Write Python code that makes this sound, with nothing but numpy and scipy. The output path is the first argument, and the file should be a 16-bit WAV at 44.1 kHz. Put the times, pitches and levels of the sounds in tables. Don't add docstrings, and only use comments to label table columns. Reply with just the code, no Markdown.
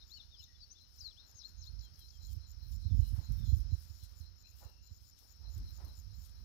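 import sys
import numpy as np
from scipy import signal
from scipy.fft import rfft, irfft, next_fast_len
from scipy.io import wavfile
from scipy.ndimage import uniform_filter1d

SR = 44100
rng = np.random.default_rng(int(sys.argv[2]) if len(sys.argv) > 2 else 0)


def master_out(mix):
    frames = np.transpose(np.atleast_2d(mix))
    ceiling = np.clip(frames, -1, 1)
    pcm = np.round(ceiling * 32767).astype(np.int16)
    wavfile.write(sys.argv[1], SR, pcm)


N = 284004
TIME = np.arange(N) / SR

# frequency in Hz, relative level in dB.
AIR_COLOUR = [(60, -7), (200, -2.5), (450, 0), (1000, 0), (1450, 4), (2100, -3.5), (3000, -5.5), (5000, 3),
              (8000, -25.5), (15000, -46)]
HISS_COLOUR = [(100, 21), (500, 1.5), (1500, -7), (3500, -9), (6000, -18), (8500, -17), (13000, -10.5),
               (15500, -22)]
# time in seconds, relative level in dB.
AIR_RIDE = [(0.0, -86.5), (0.86, -87.5), (1.15, -84.5), (1.97, -84.5), (2.37, -87), (3.39, -81.5),
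            (5.07, -88.5), (5.76, -83.5), (6.06, -86), (6.44, -83)]
# centre in Hz, width in Hz, level in dB before the swell.
CHORUS_BANDS = [(5316, 676, -64), (4295, 820, -71.5), (6170, 840, -76.5), (3305, 1800, -80.5)]
# time in seconds, gain in dB.
CHORUS_SWELL = [(0, -0.5), (1, -1.5), (2, -1), (3, -2), (3.6, 0.5), (4.4, -3.5), (5.2, -2.5), (5.6, 0),
                (6.44, -2.5)]
# time in seconds, relative level in dB.
GRASS_STIR = [(0, -90), (1.15, -88), (1.8, -86.5), (2.45, -89.5), (3.1, -79), (4.1, -95), (4.35, -94),
              (5.3, -91.5), (6.44, -83)]
# centre in Hz, width in Hz, gain in dB.
GRASS_BANDS = [(5400, 4000, -3.5), (9650, 1300, -10.5), (11420, 2040, -5.5), (13600, 1200, -4),
               (14900, 1200, -8.5)]
# crest in seconds, 60 dB decay in seconds, relative level in dB.
SWISHES = [(.98, 0.72, -78), (1.995, 0.7, -77.5), (2.33, 0.23, -71), (2.72, 0.48, -72), (3.08, 0.3, -69.5),
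           (3.17, .3, -73), (3.35, 0.89, -75), (3.59, 0.18, -72), (3.81, 1, -71.5), (4.03, 0.55, -73),
           (4.21, 0.28, -78), (4.6, 0.53, -73), (5.04, 0.5, -78), (5.21, 1.3, -78), (5.58, .3, -76.5),
           (5.73, .6, -75), (5.87, 0.63, -78), (5.99, 0.25, -76), (6.26, 0.24, -70.5)]
# start in seconds, relative level in dB.
SNAPS = [(0.814, -75), (0.9607, -68), (1.9574, -73), (1.993, -59.5), (2.331, -63), (2.683, -72),
         (3.3214, -62.5), (3.584, -66), (3.604, -66), (4.0365, -60.5), (4.36, -77), (4.699, -70),
         (5.189, -66), (5.5805, -63), (5.7073, -65), (5.848, -62.5), (5.8844, -70), (5.988, -70),
         (6.2652, -73)]
# frequency in Hz, 60 dB decay in seconds, gain in dB.
STALK_MODES = [(6180, 0.012, 7.5), (9600, 0.003, 6.5), (11600, 0.065, 0), (13250, 0.068, 2)]
# start, rise and 60 dB decay in seconds, level in dB.
SCUFFS = [(1.24, 0.1, 0.23, -77), (3.14, 0.047, 0.28, -62.5), (4.598, 0.034, 0.41, -61),
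          (5.19, 0.033, 0.41, -74), (5.40, 0.035, 0.69, -70.5), (5.775, 0.036, 0.4, -58.5)]
# frequency in Hz, relative level in dB.
SCUFF_COLOUR = [(150, -11), (400, -0.5), (620, -0.5), (850, 2), (1250, -4.5), (1800, -11), (3500, -28)]
# middle of the first and of the last chirp in seconds,
# rough period in seconds, relative level in dB.
FAR_BOUTS = [(.008, 3.255, .203, -63), (3.49, 3.735, .245, -62), (4.04, 4.46, .21, -65),
             (4.67, 4.88, .21, -69), (5.47, 5.89, .21, -63.5), (6.14, 6.37, .23, -70)]
# start and length in seconds,
# first, middle and last pitch in Hz, relative level in dB.
FAR_CALLS = [(.47, 0.059, 1990, 1894, 1850, -68), (.54, 0.025, 3510, 3500, 3600, -60),
             (.84, 0.042, 2890, 3010, 3030, -69), (2.82, 0.15, 4220, 3650, 3140, -65),
             (2.94, 0.22, 2900, 2980, 2910, -67.5), (3.33, .19, 3960, 3605, 3300, -61),
             (3.99, .046, 3030, 3240, 3620, -66), (4.435, 0.047, 2330, 2590, 2980, -63),
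             (4.53, 0.33, 2866, 2782, 2840, -70)]
OPENING_NOTES = [(.008, 0.035, 3430, 3740, 3400, -54.5), (.092, 0.11, 3000, 4500, 3300, -49),
                 (.160, 0.036, 2930, 2950, 2540, -59), (.194, 0.025, 3390, 3670, 3050, -47),
                 (.305, 0.069, 3730, 3560, 2870, -55), (.368, 0.062, 4600, 5274, 5150, -52.5),
                 (.385, 0.045, 3280, 3000, 2650, -62), (.423, 0.029, 3260, 3770, 3300, -51),
                 (.425, 0.044, 7250, 5880, 4000, -61), (.600, 0.057, 5200, 4530, 4650, -51.5),
                 (.695, .042, 5200, 6040, 6460, -52.5), (.748, .052, 3230, 3650, 3060, -58.5),
                 (.976, 0.027, 4670, 5740, 7200, -53.5), (.997, 0.026, 7000, 5320, 4750, -45.5),
                 (1.012, 0.1, 5140, 4264, 3860, -44.5), (1.095, .034, 3640, 3460, 2780, -60),
                 (1.160, 0.068, 2580, 3700, 3370, -56)]
SLUR = [(0, .075, 6530, 6440, 5730, -8), (.046, 0.028, 6460, 5340, 4740, -1.5),
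        (.06, 0.037, 6400, 5250, 4440, -8), (.07, .015, 4700, 4100, 3330, -4.5),
        (.092, .045, 3140, 4210, 4140, -.5)]
SYLLABLE = [(0, .013, 4210, 5250, 7000, 3), (.019, .011, 6500, 5060, 3900, 4),
            (.034, .085, 3500, 3230, 3135, -8.5)]
# start in seconds, level in dB.
SLUR_CUES = [(1.338, -45), (1.565, -48.5)]
TRILL_CUES = [(1.787, -56), (1.936, -57.5), (2.082, -57), (2.226, -59.5)]
# last stroke of the first and of the last chirp in seconds,
# rough period in seconds, relative level in dB.
NEAR_BOUTS = [(.117, .44, .32, -55.5), (1.314, 1.851, .18, -56), (2.27, 3.75, .25, -54.5),
              (4.2, 6.0, .22, -55)]
# last stroke and crescendo span in seconds,
# relative level in dB.
RASPS = [(0.175, .06, -60), (1.077, 0.15, -63), (2.174, 0.12, -63.5), (2.323, .13, -59.5),
         (3.57, 0.22, -57.5), (4.007, 0.51, -62), (4.512, 0.056, -56.5), (4.975, 0.079, -58.5),
         (6.25, .12, -58.5)]
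# time in seconds, relative level in dB.
RIGHT_GUSTS = [(0, -59), (.4, -61), (.68, -64.5), (1.05, -58.5), (1.25, -66), (1.75, -49.5), (2.15, -54.5),
               (2.33, -43), (2.46, -53), (2.6, -41), (2.82, -46), (2.96, -27.5), (3.17, -40), (3.25, -55),
               (3.31, -32), (3.52, -39.5), (3.73, -37), (3.8, -51.5), (4.6, -59.5), (5.17, -66),
               (5.36, -59.5), (5.48, -42.5), (6.0, -50), (6.44, -50.5)]
LEFT_GUSTS = [(0, -95), (2.3, -92), (3.1, -77), (3.65, -60), (4.35, -82), (4.92, -64), (5.1, -75),
              (5.53, -68), (5.59, -38.5), (5.77, -69), (5.87, -49), (6.1, -69), (6.44, -57)]
# frequency in Hz, relative level in dB.
WIND_COLOUR = [(15, -33), (30, -14), (48, 3), (62, 0.5), (78, -1), (98, -9.5), (135, -20.5), (180, -28),
               (260, -39.5), (450, -54), (700, -94), (3000, -120)]
# start in seconds, relative peak in dB, port.
EDDIES = [(.395, -43.5, "right"), (1.348, -41, "right"), (2.367, -27.5, "right"), (2.478, -54, "left"),
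          (2.76, -39, "right"), (2.851, -19, "right"), (2.91, -15, "right"), (2.944, -34, "right"),
          (2.987, -12, "right"), (3.123, -18.5, "right"), (3.178, -20, "right"), (3.345, -27, "right"),
          (3.389, -44, "left"), (3.43, -18.5, "right"), (3.476, -16.5, "right"), (3.522, -11.5, "right"),
          (3.565, -36, "left"), (3.72, -15, "right"), (3.898, -31.5, "right"), (4.024, -33.5, "right"),
          (4.199, -31, "right"), (4.648, -33.5, "right"), (4.8, -42, "right"), (4.907, -32.5, "right"),
          (4.958, -59, "left"), (5.447, -42, "right"), (5.56, -27.5, "right"), (5.644, -41, "left")]


def from_db(db):
    return 10 ** (np.asarray(db) / 20)


def rms_one(x):
    return x / np.sqrt(np.mean(x ** 2) + 1e-20)


def ride(rows):
    return np.interp(TIME, *np.transpose(rows))


def add(track, start, sound):
    at = int(start * SR)
    first, last = max(at, 0), min(at + len(sound), N)
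    if last > first:
        track[first:last] += sound[first - at:last - at]


def drift(rate_hz):
    pole = np.exp(-80 * np.pi * rate_hz / SR)
    noise = rng.standard_normal(N // 40 + 2002)
    slow = signal.lfilter([1], [1, -2 * pole, pole * pole], noise)[2000:]
    return np.interp(np.arange(N) / 40, np.arange(len(slow)), rms_one(slow))


def coloured(points):
    size = next_fast_len(N)
    hz, level_db = np.transpose(points)
    bins = np.maximum(np.arange(size // 2 + 1) * SR / size, 1)
    eq = from_db(np.interp(np.log(bins), np.log(hz), level_db))
    return rms_one(irfft(rfft(rng.standard_normal(N), size) * eq, size)[:N])


def band(x, low_hz, high_hz, order=2):
    return signal.sosfilt(signal.butter(order, [low_hz, high_hz], "band", fs=SR, output="sos"), x)


def scatter(x, t60):
    tail = rng.standard_normal(SR) * from_db(-60 * TIME[:SR] / t60)
    return signal.fftconvolve(x, tail / np.linalg.norm(tail))[:N]


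def pan_left(x, bleed_db):
    return np.array([x, from_db(bleed_db) * (0.42 * x + 1.1 * scatter(x, t60=0.05))])


def beats(bouts, spread_db):
    return [(s, db + spread_db * rng.standard_normal()) for first, last, period, db in bouts
            for s in np.linspace(first, last, round((last - first) / period) + 1)]


def repeated(motif, cues):
    return [(s + lag, *shape, db + gain_db) for s, db in cues for lag, *shape, gain_db in motif]


def air(waver_db=1.62):
    wash = coloured(AIR_COLOUR) * from_db(ride(AIR_RIDE) + 12 + waver_db * drift(3.3))
    gust_lift = np.hypot(1, from_db(0.22 * (ride(RIGHT_GUSTS) + 50)))
    hiss = coloured(HISS_COLOUR) * from_db(-72) * gust_lift
    return np.array([wash, hiss])


def chorus():
    swell_db = ride(CHORUS_SWELL)
    bed = 0
    for hz, width, level_db in CHORUS_BANDS:
        voices = rms_one(band(rng.standard_normal(N), hz - width / 2, hz + width / 2, order=3))
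        bed += voices * from_db(level_db + swell_db + drift(34))
    return bed


def grass(grains_per_s=2500, size_db=1.5, flicker_db=3.5, rise_db_per_s=159):
    power = from_db(ride(GRASS_STIR)) ** 2
    for crest, t60, db in SWISHES:
        below_db = np.maximum(rise_db_per_s * (crest - TIME), 60 * (TIME - crest) / t60)
        power += from_db(db - np.minimum(below_db, 60)) ** 2
    level_db = 10 * np.log10(power) + 7.5
    brush = 0
    for hz, width, db in GRASS_BANDS:
        sizes = rng.choice([-1, 1], N) * from_db(size_db * np.minimum(rng.exponential(1, N), 5))
        clicks = sizes * (rng.random(N) < grains_per_s / SR)
        grains = rms_one(band(clicks + 1e-18, hz - width / 2, hz + width / 2))
        brush += grains * from_db(level_db + db + flicker_db * drift(25))
    return brush


def stalks(crack_t60=0.004, detune=0.039):
    snaps, t = np.zeros(N), TIME[:SR // 20]
    for start, level_db in SNAPS:
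        crack = band(rng.standard_normal(len(t)), 5100, 13000) * from_db(-60 * t / crack_t60)
        ring = sum(from_db(db - 60 * t / t60) * np.sin(2 * np.pi * hz * rng.normal(1, detune) * t)
                   for hz, t60, db in STALK_MODES)
        add(snaps, start, from_db(level_db + 1.5) * (crack + 1.23 * ring))
    return snaps


def scuffs(grain_db=1.5):
    swell = 0
    for start, rise, t60, db in SCUFFS:
        attack = np.clip((TIME - start) / rise, 0, 1)
        swell += attack * from_db(db - 60 * np.maximum(TIME - start - rise, 0) / t60)
    return swell * from_db(grain_db * drift(50)) * coloured(SCUFF_COLOUR)


def far_crickets(tooth_hz=4100, stroke_hz=77, count=3):
    swell = sum(from_db(db) * np.exp(-((TIME - s) / .041) ** 2)
                for s, db in beats(FAR_BOUTS, spread_db=1))
    tone = 0
    for _ in range(count):
        hz = tooth_hz * (1 + .023 * drift(90))
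        stroke = np.sin(np.pi * (stroke_hz * TIME + rng.random()))
        tone += stroke * np.sin(2 * np.pi * np.cumsum(hz) / SR)
    chirps = from_db(1) * swell * tone
    return chirps + from_db(-7) * scatter(chirps, t60=.25)


def whistles(notes, taper, waver, flutter_db):
    voice = np.zeros(N)
    wobble, flutter = 1 + waver * drift(120), from_db(flutter_db * drift(130))
    for start, length, first, middle, last, level_db in notes:
        progress = np.linspace(0, 1, int(length * SR))
        here = slice(int(start * SR), int(start * SR) + len(progress))
        bend = np.polyfit([0, .5, 1], [first, middle, last], 2)
        hz = np.polyval(bend, progress) * wobble[here]
        swell = np.abs(np.sin(np.pi * progress)) ** taper * flutter[here]
        add(voice, start, from_db(level_db) * swell * np.sin(2 * np.pi * np.cumsum(hz) / SR))
    return voice


def far_birds():
    calls = whistles(FAR_CALLS, taper=.8, waver=.022, flutter_db=3)
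    return from_db(-8) * calls + from_db(-4) * scatter(calls, t60=.45)


def songbird():
    notes = OPENING_NOTES + repeated(SLUR, SLUR_CUES) + repeated(SYLLABLE, TRILL_CUES)
    song = whistles(notes, taper=1.15, waver=.007, flutter_db=2)
    ground = from_db(-9.5) * scatter(song, t60=.06)
    trees = from_db(-11.5) * scatter(song, t60=.6)
    return song + ground + trees


def near_cricket(tooth_hz=6860, fall=0.18, chirp_s=0.049, stroke_s=0.0076, last_period_s=.0098,
                 slowing=0.031, crescendo_db=10, max_strokes=16):
    strokes, progress = np.zeros(N), np.linspace(0, 1, int(stroke_s * SR))
    chirps = [(s, chirp_s, db) for s, db in beats(NEAR_BOUTS, spread_db=1.7)]
    for end, span, level_db in chirps + RASPS:
        lead_s = 0
        for k, (pitch, force, *teeth) in enumerate(rng.standard_normal((max_strokes, 14))):
            if lead_s > span:
                break
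            skips = np.interp(progress, np.linspace(0, 1, len(teeth)), teeth)
            hz = tooth_hz * (1 + fall * (.5 - progress) + .02 * pitch + .016 * skips)
            phase = 2 * np.pi * np.cumsum(hz) / SR
            tone = np.sin(phase) + from_db(-2.5) * np.sin(2 * phase)
            gain = from_db(level_db - crescendo_db * lead_s / span + 0.64 * force)
            add(strokes, end - lead_s - stroke_s / 2, gain * np.sin(np.pi * progress) ** 2 * tone)
            lead_s += last_period_s / (1 + slowing * k)
    return strokes + from_db(-12) * scatter(strokes, t60=.1)


def turbulence(level_db, lumpy_db, fine_hz, fine_db, growth=1.246):
    flow = coloured(WIND_COLOUR)
    flow /= np.sqrt(uniform_filter1d(flow ** 2, size=2500) + 1e-4)
    gust_db = level_db + lumpy_db * drift(11.7)
    fine = rms_one(band(rng.standard_normal(N), 0.88 * fine_hz, 1.17 * fine_hz))
    return flow * from_db(gust_db) + fine * from_db(growth * gust_db + fine_db)


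def wind(thump_hz=(58, 104), edge_hz=(160, 238), edge_db=-15, eddy_s=0.0015):
    ports = {"left": turbulence(ride(LEFT_GUSTS) + 1, lumpy_db=1.5, fine_hz=267, fine_db=-8.5),
             "right": turbulence(ride(RIGHT_GUSTS) + 3.5, lumpy_db=3, fine_hz=183.5, fine_db=-20)}
    t = TIME[:SR // 5]
    push = t * np.exp(-t / eddy_s)
    slap = band(push, *thump_hz) + from_db(edge_db) * band(push, *edge_hz)
    for start, peak_db, port in EDDIES:
        add(ports[port], start, from_db(peak_db - 4.5) * slap / np.abs(slap).max())
    return np.array([ports["left"], ports["right"]])


def scene():
    insects = pan_left(near_cricket() + far_crickets() + chorus(), bleed_db=-34.5)
    birds = pan_left(songbird() + far_birds(), bleed_db=-29.5)
    rustle = pan_left(grass() + stalks(), bleed_db=-33)
    return insects + birds + rustle + pan_left(scuffs(), bleed_db=-15) + air() + wind()


def record(dry, low_cut_hz=38, high_cut_hz=15750):
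    trimmed = signal.sosfilt(signal.butter(4, low_cut_hz, "high", fs=SR, output="sos"), dry)
    return signal.sosfilt(signal.ellip(10, .1, 70, high_cut_hz, fs=SR, output="sos"), trimmed)


dry = scene()
out = record(dry)
master_out(out)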